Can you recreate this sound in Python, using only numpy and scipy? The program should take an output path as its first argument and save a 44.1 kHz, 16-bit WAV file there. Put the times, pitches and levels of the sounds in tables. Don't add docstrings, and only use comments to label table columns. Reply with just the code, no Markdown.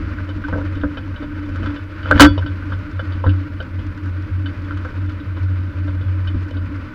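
import sys
import numpy as np
from scipy import signal
from scipy.fft import rfft, irfft, next_fast_len
from scipy.io import wavfile
from scipy.ndimage import uniform_filter1d

SR = 44100
rng = np.random.default_rng(int(sys.argv[2]) if len(sys.argv) > 2 else 0)


def linear_from_db(decibels):
    return 10 ** (np.asarray(decibels, float) / 20)


def unload_audio(sound):
    columns = np.transpose(np.atleast_2d(sound))
    steps = np.round(np.clip(columns, -1, 1) * 32767)
    wavfile.write(sys.argv[1], SR, steps.astype(np.int16))


N = 306054

# pitch in Hz, relative level in dB, basic time to fall by 60 dB in seconds.
FRAME = [(526, 2.5, 0.24), (581.5, -2.5, 0.21), (750, -22, 0.02), (750, -8.5, .05), (997, 5, 0.25),
         (956, 13.5, 0.078), (1120, -21.5, .08), (1286, -18, 0.066), (1300, -14, 0.087), (1370, 10, 0.15),
         (1400, 7, 0.2), (1448, 15.5, 0.059), (1530, 19, 0.12), (1570, -8, 0.092), (1748, 5.5, 0.066),
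         (1838, -3.5, 0.088), (2130, -4, 0.089), (2240, -6.5, 0.092), (2482, -6, 0.2), (2745, -5, 0.055),
         (2988, -2.5, 0.18), (3019, 2, 0.13), (3263, -7, 0.097), (3387, -5.5, 0.22), (3514, -2, 0.16),
         (3778, 0, 0.038), (3975, -24, 0.026), (4400, -14.5, 0.1), (4616, -13.5, .22), (4890, -16.5, 0.11),
         (5390, -19, 0.12)]
# frequency in Hz, relative level in dB per Hz.
RUMBLE_COLOUR = [(12, -53.5), (20, -12), (73, -6), (95, -13), (119, -16), (146, -16.5), (243, -17),
                 (302, -13), (365, -41.5), (420, -48), (550, -66), (920, -120)]


def curve(table):
    seconds, *columns = np.transpose(table)
    return [np.interp(np.arange(N) / SR, seconds, column) for column in columns]


def unit(x):
    return x / np.sqrt(np.mean(x ** 2))


def decay(t, t60):
    return np.exp(-np.log(1000) * t / t60)


def colour(x, points):
    hz, db = np.transpose(points)
    size = next_fast_len(len(x))
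    f = np.maximum(np.arange(size // 2 + 1) * SR / size, 1)
    gain = linear_from_db(np.interp(np.log(f), np.log(hz), db))
    return irfft(rfft(x, size) * gain, size)[:len(x)]


def walk(rate):
    hold = int(SR / rate)
    steps = np.repeat(rng.standard_normal(N // hold + 1), hold)
    smooth = uniform_filter1d(uniform_filter1d(steps, hold), hold)
    return unit(smooth[:N])


def grains(per_s, spread_db):
    clicks = (rng.random(N) < per_s / SR) * rng.standard_normal(N)
    return unit(clicks * linear_from_db(spread_db * rng.exponential(size=N)))


def surges(table, rise_s, fall_s):
    out = np.zeros(N + SR)
    t = np.arange(SR // 2) / SR
    for start, length, db, sag in table:
        rise = np.sin(np.pi / 2 * np.minimum(t / rise_s, 1)) ** 2
        fall = np.exp(-(np.maximum(t - length, 0) / fall_s) ** 2)
        i = int(start * SR)
        out[i:i + len(t)] += linear_from_db(db - sag * np.minimum(t, length)) * rise * fall
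    return out[:N]


def drone(hz, size, waver_rad, waver_db, rate):
    phase = 2 * np.pi * hz * np.arange(N) / SR + waver_rad * walk(rate)
    loudness = size * linear_from_db(waver_db * walk(rate))
    return np.sqrt(2) * loudness * np.sin(phase)


def idling(hz, width_hz, db):
    peak = signal.iirpeak(hz, hz / width_hz, fs=SR)
    once = signal.lfilter(*peak, rng.standard_normal(N))
    return linear_from_db(db) * unit(signal.lfilter(*peak, once))


def sway():
    # start in seconds, length in seconds, level in dB, sag in dB per second.
    sway_surges = [(0.0, 0.12, -26.5, 5), (0.15, 0.17, -28, -14), (0.38, 0.041, -28, 10),
                   (0.47, 0.33, -21.5, 3), (0.84, 0.062, -34, 5), (1.02, 0.11, -28.5, -22),
                   (1.27, 0.26, -33.5, 7), (1.51, 0.22, -23, 26), (1.79, 0.058, -28.5, 3),
                   (2.02, 0.22, -25, -48), (2.26, .06, -13.5, 60), (2.35, 0.074, -19, 5),
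                   (2.47, 0.26, -21.5, 52), (2.68, 0.11, -22.5, 12), (2.91, 0.084, -26.5, -18),
                   (3.05, 0.22, -20.5, 14), (3.25, 0.19, -6.5, 94), (3.48, 0.216, -22, 36),
                   (3.71, 0.078, -21.5, 11), (3.84, 0.052, -23.5, 8), (3.92, .07, -27.5, 7),
                   (4.01, 0.23, -20.5, 8), (4.3, 0.21, -14, 53.5), (4.55, .16, -26, 7),
                   (4.72, 0.14, -22.5, 9), (4.92, 0.16, -19.5, 19), (5.11, 0.074, -27, 8),
                   (5.25, 0.12, -19, 38), (5.39, 0.29, -16.5, 14), (5.74, 0.27, -18.5, 6.5),
                   (6.04, 0.19, -15, 28.5), (6.24, 0.21, -20, 15), (6.46, 0.051, -28, 11),
                   (6.52, 0.13, -18.5, 15.5), (6.72, 0.15, -24, 37)]
    size = surges(sway_surges, rise_s=0.035, fall_s=0.028)
    tone = drone(91.5, size, waver_rad=0.35, waver_db=0.82, rate=14)
    return tone + idling(92, width_hz=16, db=-36)


def hum():
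    # start in seconds, length in seconds, level in dB, sag in dB per second.
    hum_surges = [(0.0, 0.017, -25, 198), (0.14, 0.18, -36, 5), (0.445, 0.043, -26.5, 52),
                  (0.52, 0.14, -28, 19), (0.76, 0.044, -29.5, 51), (0.83, 0.18, -14.5, 200),
                  (1.2, .16, -27.5, 40), (1.375, 0.14, -27, 83), (1.47, 0.066, -28.5, 156),
                  (1.595, .04, -33, 157), (1.665, .14, -19.5, 134), (1.835, 0.019, -44, 50),
                  (2.01, 0.19, -39, 30), (2.11, 0.079, -13.5, 159), (2.205, 0.066, 5.5, 137),
                  (2.29, 0.067, -17.5, 96), (2.455, 0.048, -28.5, 1), (2.8, 0.085, -37.5, 23),
                  (3.05, 0.06, -33.5, 39.5), (3.275, 0.04, -16, 196.5), (3.345, 0.076, -31, -8),
                  (3.445, 0.095, -30, 82), (3.82, 0.037, -35, 83), (4.05, 0.024, -32.5, 6),
                  (4.44, 0.065, -28, 62), (4.62, 0.14, -33.5, -15), (4.98, 0.047, -36.5, 49.5),
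                  (5.2, 0.024, -34, 5), (5.37, 0.019, -31, 53), (5.49, 0.096, -34, 49.5),
                  (5.84, 0.11, -28, 40.5), (6.35, 0.047, -30.5, 7.5), (6.46, 0.063, -34.5, 29),
                  (6.55, 0.017, -29.5, 104), (6.685, 0.08, -30, 42)]
    size = surges(hum_surges, rise_s=0.0097, fall_s=0.014)
    tone = drone(291.1, size, waver_rad=0.4, waver_db=1.03, rate=30)
    return tone + idling(300, width_hz=30, db=-39.5)


def soil():
    # time in seconds, thumping in dB within 120-250 Hz,
    # grinding in dB within 800-2500 Hz.
    rolling_load = [(0.0, -40.5, -39.5), (0.39, -49, -41), (0.6, -43.5, -39), (0.8, -45, -42),
                    (1.45, -45.5, -41.5), (1.68, -40, -37.5), (1.85, -54, -44), (2.05, -46.5, -38.5),
                    (2.2, -41, -25), (2.3, -42, -39), (2.45, -48.5, -40.5), (2.74, -43.5, -41.5),
                    (3.2, -53, -40.5), (3.58, -47, -42), (4.4, -47.5, -42.5), (4.9, -46, -40.5),
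                    (5.4, -48, -42.5), (6.94, -45.5, -42)]
    # frequency in Hz, relative level in dB per Hz.
    grind_colour = [(190, -23.5), (330, 1.5), (357, -28.5), (382, -12), (601, -8), (715, -25.5), (959, -14),
                    (1510, -6), (1640, -12.5), (2540, -18), (2790, -23), (3020, -22.5), (3230, -27.5),
                    (4820, -32), (8000, -54), (10400, -78), (17600, -120)]
    thump_db, grind_db = curve(rolling_load)
    thump = unit(colour(grains(1600, 0.48), RUMBLE_COLOUR))
    flicker_db = 0.4 * walk(12) + 1.3 * walk(70)
    crumbs = unit(colour(rng.standard_normal(N) * linear_from_db(flicker_db), grind_colour))
    t = np.arange(SR // 3) / SR
    ticks = np.zeros(N)
    for hz, db, t60 in FRAME:
        ring = linear_from_db(db) * decay(t, 0.66 * t60) * np.sin(2 * np.pi * hz * t)
        ticks += signal.fftconvolve(grains(90, 3.13), ring)[:N]
    grind = crumbs + linear_from_db(-9.0) * unit(ticks)
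    return linear_from_db(thump_db + 13.5) * thump + linear_from_db(grind_db + 2.0) * grind


def knocks():
    # start in seconds, peak of the low modes in dB,
    # peak of the middle modes in dB, peak of the high modes in dB, favoured pitch in Hz.
    knock_list = [(0.185, -63, -24, -60, 1540), (0.29, -31.5, -34, -33.5, 1370),
                  (0.439, -46, -21.5, -43, 1570), (0.483, -30.5, -23, -43.5, 990),
                  (0.527, -20, -18.5, -57, 1300), (0.555, -19.5, -29, -56.5, 1200),
                  (0.579, -22.5, -25.5, -61, 1060), (0.61, -28.5, -36, -55, 1300),
                  (0.755, -53, -27, -37.5, 1480), (0.771, -34, -33, -43.5, 1540),
                  (0.812, -40.5, -28, -34, 1530), (0.835, -20.5, -16, -60, 1360),
                  (0.971, -27.5, -26.5, -29.5, 1530), (1.16, -43, -31.5, -31.5, 1360),
                  (1.224, -27.5, -30, -39.5, 1270), (1.485, -32, -41, -56, 1400),
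                  (1.558, -43, -23.5, -40, 1540), (1.63, -28, -24.5, -35, 1530),
                  (1.659, -36, -21, -33, 1570), (1.695, -40, -31, -42, 1500), (1.761, -34, -30, -33, 1520),
                  (2.029, -43, -33, -35, 1550), (2.057, -24, -17.5, -35.5, 1400),
                  (2.084, -42, -30, -33, 1520), (2.106, -21.5, -13.5, -39.5, 1100),
                  (2.111, -9, 1, -27.5, 1557), (2.14, -32, -23, -39, 1380), (2.158, -21, -17, -28, 1390),
                  (2.176, -26.5, -16, -24.5, 1450), (2.196, -6, 7, -2.5, 1390),
                  (2.205, 3.5, 11.5, 9.5, 1400), (2.22, -8, 10.5, 0.5, 1356), (2.245, -13, 0.5, -11, 1370),
                  (2.377, -19, -21, -26, 990), (2.423, -47, -24.5, -49.5, 1350),
                  (2.461, -37, -24, -28, 1340), (2.623, -50.5, -29, -58, 1520),
                  (2.72, -34.5, -20.5, -36.5, 1250), (2.993, -22.5, -17.5, -30.5, 1560),
                  (3.121, -41, -31, -34, 1530), (3.239, -18, -15, -39, 940),
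                  (3.264, -20.5, -16.5, -36, 1540), (3.291, -40.5, -24, -26.5, 1490),
                  (3.602, -25, -24, -27.5, 1610), (3.789, -38, -53, -39, 1150),
                  (4.057, -55, -32, -56, 1250), (4.458, -46, -26, -27.5, 1544),
                  (4.708, -43, -19.5, -42, 1500), (4.77, -46, -27, -38.5, 1490),
                  (4.849, -26.5, -22.5, -56.5, 1370), (5.094, -49, -28.5, -40, 1590),
                  (5.199, -41, -39, -39, 1520), (5.369, -37, -28.5, -40.5, 1010),
                  (5.878, -30, -29, -42, 1430), (6.01, -34, -37, -39.5, 1340), (6.273, -56, -34, -28, 1530),
                  (6.51, -29.5, -50, -38.5, 1350), (6.567, -31.5, -34.5, -36, 1330)]
    out, t = np.zeros(N + SR), np.arange(SR // 3) / SR
    hz, db, t60 = np.transpose(FRAME)[:, :, None]
    group = (hz > 750).astype(int) + (hz > 2400)
    members = (group.T == np.arange(3)[:, None]).astype(float)
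    fade = decay(t, t60) * (0.18 + np.exp(-t / 0.006))
    fade = fade * np.sin(np.pi / 2 * np.minimum(t / 0.002, 1)) ** 2
    contact = t[:SR // 20]
    pressure = np.exp(-(contact / 0.017) ** 2)
    chance = rng.standard_normal((len(knock_list), 2, len(FRAME), 1))
    chatter = rng.standard_normal((len(knock_list), 3, len(contact))) * pressure
    chatter[:, :, 0] = 19
    for (start, *peak_db, spot_hz), (size, detune), blows in zip(knock_list, chance, chatter):
        spot_db = -np.minimum(25 * np.abs(np.log(hz / spot_hz)), 12) * (group == 1)
        size_db = 2.5 * size
        tone = np.sin(2 * np.pi * hz * (1 + 0.0068 * detune) * t)
        modes = linear_from_db(db + spot_db + size_db) * fade * tone
        rung = signal.fftconvolve(members @ modes, blows, axes=1)[:, :len(t)]
        gains = linear_from_db(np.array(peak_db)) / np.abs(rung).max(1)
        i = int(start * SR)
        out[i:i + len(t)] += gains @ rung
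    return out[:N]


def thuds():
    # start in seconds, level in dB,
    # time to fall by 60 dB in seconds before it is limited below.
    thud_list = [(0.104, -37, 0.12), (0.362, -21.5, 0.34), (0.524, -22.5, 0.47), (0.757, -22.5, 0.18),
                 (0.829, -14.5, 0.14), (1.599, -16.5, 0.18), (2.109, -18.5, 0.19), (2.149, -10.5, 0.2),
                 (2.2, 1.5, 0.26), (2.442, -24, 0.46), (3.147, -23.5, 0.23), (3.262, -9.5, 0.13),
                 (3.503, -38, 0.23), (3.652, -31.5, 0.2), (5.889, -27, 0.22), (6.241, -27, 0.24),
                 (6.345, -18.5, 0.17), (6.658, -36, 0.2)]
    out, t = np.zeros(N + SR), np.arange(SR // 3) / SR
    bursts = rng.standard_normal((len(thud_list), 2 * len(t)))
    for (start, db, t60), burst in zip(thud_list, bursts):
        fade = decay(t, np.clip(t60, 0.03, 0.4)) * (1 - np.exp(-t / 0.0023))
        rumble = colour(burst, RUMBLE_COLOUR)
        dull = unit(colour(rumble, [(20, -10), (60, -1)]))[:len(t)]
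        i = int(start * SR)
        out[i:i + len(t)] += linear_from_db(db) * dull * fade
    return out[:N]


def snaps():
    # start in seconds, level in dB.
    snap_list = [(0.29, -48), (0.4844, -44), (0.7536, -47), (1.5591, -41), (1.6589, -57), (2.9138, -44.5),
                 (3.8656, -43), (3.9757, -45), (4.0582, -45.5), (4.7739, -46), (4.8986, -57), (5.0957, -43),
                 (5.4311, -48.5), (5.8716, -49), (6.5086, -43.5)]
    # frequency in Hz, relative level in dB per Hz.
    snap_colour = [(500, -29.5), (1000, -4.5), (1500, 2.5), (3000, -4), (5000, -6), (7000, -18),
                   (12000, -45.5)]
    crackle_per_s, faintest_db, t60_s = 25, -62.5, 0.04
    crackle = rng.random(N) < crackle_per_s / SR
    starts = linear_from_db(faintest_db) * crackle * linear_from_db(13.0 * rng.random(N))
    for start, db in snap_list:
        starts[int(start * SR)] = linear_from_db(db)
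    size = signal.lfilter([1], [1, -decay(1 / SR, t60_s)], starts)
    return size * unit(colour(rng.standard_normal(N), snap_colour))


def scene():
    return (sway() + hum() + soil() + knocks() + thuds() + snaps())[None]


def band_limit(x):
    return signal.sosfilt(signal.butter(12, 15670, fs=SR, output="sos"), x)


def record(dry):
    hiss = linear_from_db(-70.5) * rng.standard_normal(dry.shape)
    mix = np.clip(dry + hiss, -0.97, 0.97)
    return band_limit(mix)


dry = scene()
out = record(dry)
unload_audio(out)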